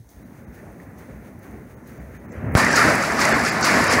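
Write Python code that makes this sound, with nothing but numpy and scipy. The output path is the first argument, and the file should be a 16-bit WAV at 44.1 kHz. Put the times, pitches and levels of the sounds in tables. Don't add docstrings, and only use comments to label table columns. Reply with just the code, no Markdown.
import sys
import numpy as np
from scipy import signal
from scipy.fft import rfft, irfft
from scipy.io import wavfile
from scipy.ndimage import uniform_filter1d

SR = 44100
rng = np.random.default_rng(int(sys.argv[2]) if len(sys.argv) > 2 else 0)


def unload_audio(sound):
    columns = np.transpose(np.atleast_2d(sound))
    steps = np.round(np.clip(columns, -1, 1) * 32767)
    wavfile.write(sys.argv[1], SR, steps.astype(np.int16))


def voltage_ratio(level):
    return 10 ** (np.asarray(level, float) / 20)


N = 176400
T = np.arange(N) / SR
F = np.maximum(np.arange(N // 2 + 1) * SR / N, 1.0)
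SLIP_S = 2.5521

# start_s [s], strength_db [dB]
PICKS = [
    (-.345, 4),
    (0.097, 0.5),
    (0.539, 1),
    (.982, 2.5),
    (1.428, 0.5),
    (1.871, 3.5),
    (2.314, -2.5),
    (2.762, -1),
    (3.198, 0.5),
    (3.642, 2),
]
# delay_s [s], rise_s [s], fall_s [s], centre_hz [Hz], width_oct [octaves],
# level_db [dB over the hall]
PARTS = [
    (0.01, 0.02, 0.038, 5100, 0.76, 10.5),
    (0.029, 0.023, 0.23, 5700, 1.31, 6),
    (.006, 0.0057, 0.022, 13700, 0.47, 12),
    (.005, 0.058, 0.057, 5800, 0.079, 6.5),
    (0.2905, 0.043, 0.032, 5900, 1.36, 7),
    (0.033, 0.016, 0.11, 1400, 0.39, -2),
    (0.13, 0.019, 0.022, 2600, 1, 0),
    (0.13, 0.046, 0.077, 590, 0.66, 0),
    (.12, 0.04, 0.067, 173, 0.72, -0.5),
    (0.16, 0.024, 0.1, 49, 0.41, 8.5),
]
# start_s [s], level_db [dB over the clatter], centre_hz [Hz]
TICKS = [(0.09, 16, 6460), (.585, 1, 9000), (.721, 10, 11000), (.932, 1, 10000), (.98, 5, 5500),
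         (1.391, 12, 11000), (1.43, 8, 13500), (1.872, 11, 13900), (2.32, 20, 6500), (2.647, 5.5, 8260),
         (2.729, 4.5, 7000), (2.758, 10, 6500), (2.783, -11, 5000), (2.571, 10.5, 13100),
         (2.952, 10, 12200), (3.193, -5, 4930), (3.215, 14, 5450), (3.252, 13.5, 8300), (3.291, 8, 10400),
         (3.394, 5, 7100), (3.41, 3, 7000), (3.627, 10.5, 5100), (3.654, -7, 12100), (3.671, 2, 5000),
         (3.841, 10, 8850), (3.867, 0, 8000), (3.925, 6, 7560), (2.52, 16, 14500), (2.543, 21, 13000),
         (2.538, 17, 11900), (2.586, 0.5, 5500), (2.6, 3, 9050), (2.713, -1.5, 7300), (2.9, 4, 8500),
         (3.025, 5, 7500), (3.049, 3, 5000), (3.121, 1, 7000), (3.437, 3, 10500), (3.45, 9, 7500),
         (3.461, 7.5, 4800), (3.53, -5, 8000), (3.61, 6, 8450), (3.616, -7, 11000), (3.649, 8.5, 6340),
         (3.908, -7, 7400), (3.935, 7.5, 5540), (1.0, -4, 14000), (1.885, 0, 9000), (.8, 7, 9000),
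         (.8, 9, 1900), (1.54, 12, 1900), (1.51, 11, 10000), (.6, 5, 1900), (1.92, 7, 1900),
         (2.764, 8, 10500), (.115, 8, 3500)]
# centre_hz [Hz], width_hz [Hz], level_db [dB]
RINGS = [(238, 70, 2.5), (640, 180, 2.5), (1335, 98, -1.5), (1640, 250, -4), (1840, 38, -5),
         (5470, 250, -1.5), (6560, 81, 3), (7470, 86, 6.5), (3250, 610, -2), (1500, 260, -1)]
# start_s [s], peak_db [dB], pitch_hz [Hz], fall_s [s]
RUBS = [(0.0, -33.5, 115.8, 0.011), (.05, -44.5, 59.3, 0.045), (.165, -37, 58, 0.034),
        (.206, -42, 248, 0.0028), (.255, -37.5, 232, 0.0072), (.483, -31.5, 60, .02),
        (2.372, -23, 87, 0.014), (2.437, -21, 134, 0.0084), (2.462, -18.5, 116, 0.016),
        (2.489, -21.5, 90, 0.011), (2.525, -29, 150, .01)]
# pitch_hz [Hz], density_db [dB per Hz]
SHUT_BODY = [(12, -51), (20, -15), (33, -30), (59, 1), (219, -2), (572, -12.5), (1180, -24), (1850, -20),
             (2500, -32.5), (2950, -43), (7260, -120)]
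SHUT_TOP = [(1940, -32), (3300, -6), (5110, -7), (6420, 0), (7230, -10), (9140, -4), (13600, -6),
            (14700, -1.5), (15800, 0.5)]
# time_s [s], level_db [dB]
SHUT = [
    (0, -53),
    (.09, -54),
    (.2, -45.5),
    (.6, -40.5),
    (1.3, -40.5),
    (1.55, -38.5),
    (1.8, -42),
    (2.25, -38.5),
    (2.4, -33),
    (2.55, -25.5),
]
# time_s [s], level_db [dB]
LEAK = [
    (0, -80),
    (.3, -67.5),
    (.6, -64),
    (2.0, -63),
    (2.3, -66),
    (2.36, -49.5),
    (2.55, -45),
]
# time_s [s], from_hz [Hz], kept_share [fraction of lines]
DROPOUTS = [(0.242, 2630, 0.027), (.461, 2800, 0.02), (1.759, 3000, 0.033), (1.994, 3000, 0.034),
            (2.186, 3000, 0.024), (2.273, 3000, 0.02), (2.315, 2600, 0.016), (2.377, 3060, 0.11),
            (2.505, 3170, 0.034), (2.697, 2630, 0.06), (2.738, 2670, 0.08), (3.336, 2800, 0.023),
            (3.51, 2800, 0.032), (3.635, 2850, 0.062), (3.89, 3030, 0.022)]
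# delay_s [s after the slip], peak_db [dB]
SNAPS = [
    (-.00015, -1),
    (.0014, -7),
    (.0045, -14),
]
# pitch_hz [Hz], density_db [dB per Hz]
OPEN_BODY = [(12, -67), (30, -40), (61, -10), (228, -3), (443, -8), (651, -6.5), (896, -8), (1740, -0.5),
             (2450, -11.5), (2950, -22), (7260, -100)]
OPEN_TOP = [(1940, -34), (3300, -8.5), (4850, 2), (6810, -5), (8560, -10), (11300, -11.5), (12100, -20),
            (15700, -20)]
# time_s [s], level_db [dB]
OPEN = [
    (2.553, -21),
    (2.575, -15),
    (2.7, -15.5),
    (2.9, -16.5),
    (3.05, -20.5),
    (3.3, -19),
    (3.55, -20),
    (3.7, -18.5),
    (4, -17),
]
# start_s [s], peak_db [dB], pitch_hz [Hz], fall_s [s]
CLANKS = [(2.666, -10.5, 1930, 0.0067), (2.758, -15, 6680, 0.0035), (2.776, -8.5, 1397, 0.0075),
          (2.815, -8.5, 1336, 0.0058), (2.85, -14.5, 311, .02), (2.88, -13, 1500, 0.0054),
          (3.21, -16, 1686, 0.0051), (3.25, -15.5, 2007, 0.016), (3.255, -18, 640, 0.024),
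          (3.29, -19, 645, 0.033), (2.736, -11.5, 1614, 0.0085), (3.315, -22.5, 670, 0.013),
          (3.325, -11, 1610, 0.0047), (3.33, -24, 63.3, 0.025), (3.325, -18, 364, 0.02),
          (3.625, -17, 1500, 0.015), (3.675, -11.5, 1015, 0.006), (3.745, -16, 248, 0.016),
          (3.768, -12.5, 245, 0.0092), (3.793, -14.5, 666, 0.0064), (2.778, -10, 1830, 0.0037),
          (3.985, -13, 1117, 0.018), (2.585, -18, 1068, 0.016), (2.74, -20, 950, .01),
          (2.79, -12, 1205, .012), (2.56, -18, 171, 0.013), (3.0, -21, 561, .02), (3.41, -21.5, 620, 0.013),
          (2.6, -15.5, 1800, 0.032), (2.635, -19, 1810, 0.017), (2.705, -14.5, 1780, .01),
          (2.815, -11, 1660, .006), (2.877, -14, 1323, 0.015), (2.86, -20.5, 640, 0.018),
          (3.036, -19.5, 1390, 0.0055), (3.19, -15, 1237, 0.0074), (3.288, -15, 1340, 0.0067),
          (3.34, -14.5, 2146, .006), (3.366, -15, 1040, 0.0092), (3.398, -17, 1740, 0.0077),
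          (3.447, -19.5, 1375, 0.014), (3.468, -16, 1720, .006), (3.69, -20, 1712, 0.027),
          (3.766, -18, 1680, .008), (3.8, -18, 232, 0.014), (3.837, -14, 1815, 0.007),
          (3.86, -17, 596, 0.012), (3.937, -16, 247.4, 0.026), (3.99, -15, 1830, .01)]


def curve(rows):
    return voltage_ratio(np.interp(T, *np.array(rows, float).T))


def bell(hz, octaves):
    return np.exp(-0.5 * (np.log2(F / hz) / max(octaves, 0.1)) ** 2)


def unit(x):
    return x / np.sqrt(np.mean(x ** 2))


def colour(spec, rows):
    hz, db = np.array(rows, float).T
    ring_db = sum(g / (1 + (2 * (F - c) / w) ** 2) for c, w, g in RINGS)
    response_db = np.interp(np.log(F), np.log(hz), db, -200, -200)
    return unit(irfft(spec * voltage_ratio(response_db + ring_db), N))


def swell(at_s, rise_s, fall_s):
    d = T - at_s
    return np.exp(np.where(d < 0, -(d / rise_s) ** 2, -d / fall_s))


def knocks(rows, rise_s):
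    return sum(voltage_ratio(db) * swell(at + rise_s, rise_s, fall) * np.sin(2 * np.pi * hz * (T - at))
               for at, db, hz, fall in rows)


def walk(rate):
    k = int(SR / rate)
    held = np.repeat(rng.standard_normal(N // k + 1), k)
    slewed = uniform_filter1d(uniform_filter1d(held, k), k)
    return unit(slewed[:N])


def clatter():
    grains_per_s, spread_db, grain_db = 2500, 3.5, -2
    struck = rng.random(N) < grains_per_s / SR
    size = voltage_ratio(spread_db * np.minimum(rng.exponential(size=N), 2.5))
    sign = np.sign(rng.standard_normal(N))
    blur = rng.standard_normal(N)
    return unit(blur + voltage_ratio(grain_db) * unit(struck * size * sign))


def hall():
    flicker_db, flicker_per_s = 1.6, 22
    centres_hz = 30 * 2.0 ** np.arange(10)
    total = np.sqrt(sum(bell(c, 0.45) ** 2 for c in centres_hz))
    spec = 0
    for c in centres_hz:
        band = clatter() * voltage_ratio(flicker_db * walk(flicker_per_s))
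        spec = spec + rfft(band) * bell(c, 0.43)
    return spec / total


def picks_in_hall():
    spec, power = hall(), 1.0
    for delay, rise, fall, hz, octaves, db in PARTS:
        env = voltage_ratio(db) * sum(voltage_ratio(g) * swell(at + delay, rise, fall) for at, g in PICKS)
        spec = spec + rfft(env * clatter()) * bell(hz, octaves)
        power = power + np.mean(env ** 2) * bell(hz, octaves) ** 2
    return spec / np.sqrt(power)


def ticks():
    grit = rng.standard_normal(N)
    return sum(voltage_ratio(db) * rfft(grit * swell(at + 0.0012, 0.0016, 0.0035)) * bell(hz, 0.55)
               for at, db, hz in TICKS)


def finger_rubs():
    return knocks(RUBS, 0.0047)


def covered_port(spec):
    body = curve(SHUT) * colour(spec, SHUT_BODY)
    leak_band = bell(1500, 0.47) / (1 + (F / 2950) ** 10)
    leak = curve(LEAK) * unit(irfft(spec * leak_band, N))
    treble = voltage_ratio(-62.5) * colour(spec, SHUT_TOP)
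    hiss = voltage_ratio(-69) * colour(rfft(rng.standard_normal(N)), SHUT_TOP)
    return body + leak + treble + hiss


def slip_pop():
    pop_db, pop_hz, fall_s, sag, edge_s = 2.2, 125, 0.004, 0.3, 0.00015
    d = T - SLIP_S
    late = np.maximum(d, 0)
    cycles = pop_hz * late * (1 - sag * np.tanh(late / 0.03))
    ring = np.exp(-late / fall_s) * np.cos(2 * np.pi * cycles - 0.7)
    onset = (1 + np.tanh(d / edge_s)) / 2
    snaps = sum(voltage_ratio(db) * np.exp(-np.abs(d - at) / 0.00008) for at, db in SNAPS)
    return snaps - voltage_ratio(pop_db) * ring * onset


def open_port(spec):
    burst = voltage_ratio(-5) * swell(SLIP_S + 0.031, 0.006, 0.012)
    treble = voltage_ratio(-10.5) * (1 + burst) * colour(spec, OPEN_TOP)
    return curve(OPEN) * (colour(spec, OPEN_BODY) + treble)


def clanks():
    return knocks(CLANKS, 0.0015)


def thin_treble(x):
    out, n = x.copy(), int(0.04 * SR / 2) * 2
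    hz = np.arange(n // 2 + 1) * SR / n
    window = np.hanning(n)
    for at, low_hz, share in DROPOUTS:
        s = slice(int(at * SR) - n // 2, int(at * SR) + n // 2)
        lines = rfft(x[s] * window) * (hz > low_hz)
        stand = abs(lines) / (uniform_filter1d(abs(lines), size=60) + 1e-12) ** 0.55
        weak = stand <= np.quantile(stand, 1 - share)
        narrow = window ** (1.4 if at > SLIP_S else 0.5)
        lift = 0.8 * irfft(lines * ~weak, n)
        out[s] += lift - 0.96 * narrow * irfft(lines * weak, n)
    return out


def scene():
    spec = picks_in_hall() + ticks()
    opening = np.clip((T - SLIP_S) / 0.00075, 0, 1)
    heard = (1 - opening) * covered_port(spec) + opening * open_port(spec)
    return (heard + finger_rubs() + slip_pop() + clanks())[None]


def top_cut(x):
    return signal.sosfilt(signal.butter(12, 15870, fs=SR, output="sos"), x)


def record(dry):
    high_pass = signal.butter(3, 47, "high", fs=SR, output="sos")
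    low_pass = signal.ellip(8, 0.1, 60, 15800, fs=SR, output="sos")
    band = signal.sosfilt(high_pass, dry[0])
    band = signal.sosfiltfilt(low_pass, np.clip(band, -0.95, 0.95))
    mix = thin_treble(band)[None]
    return top_cut(mix)


dry = scene()
out = record(dry)
unload_audio(out)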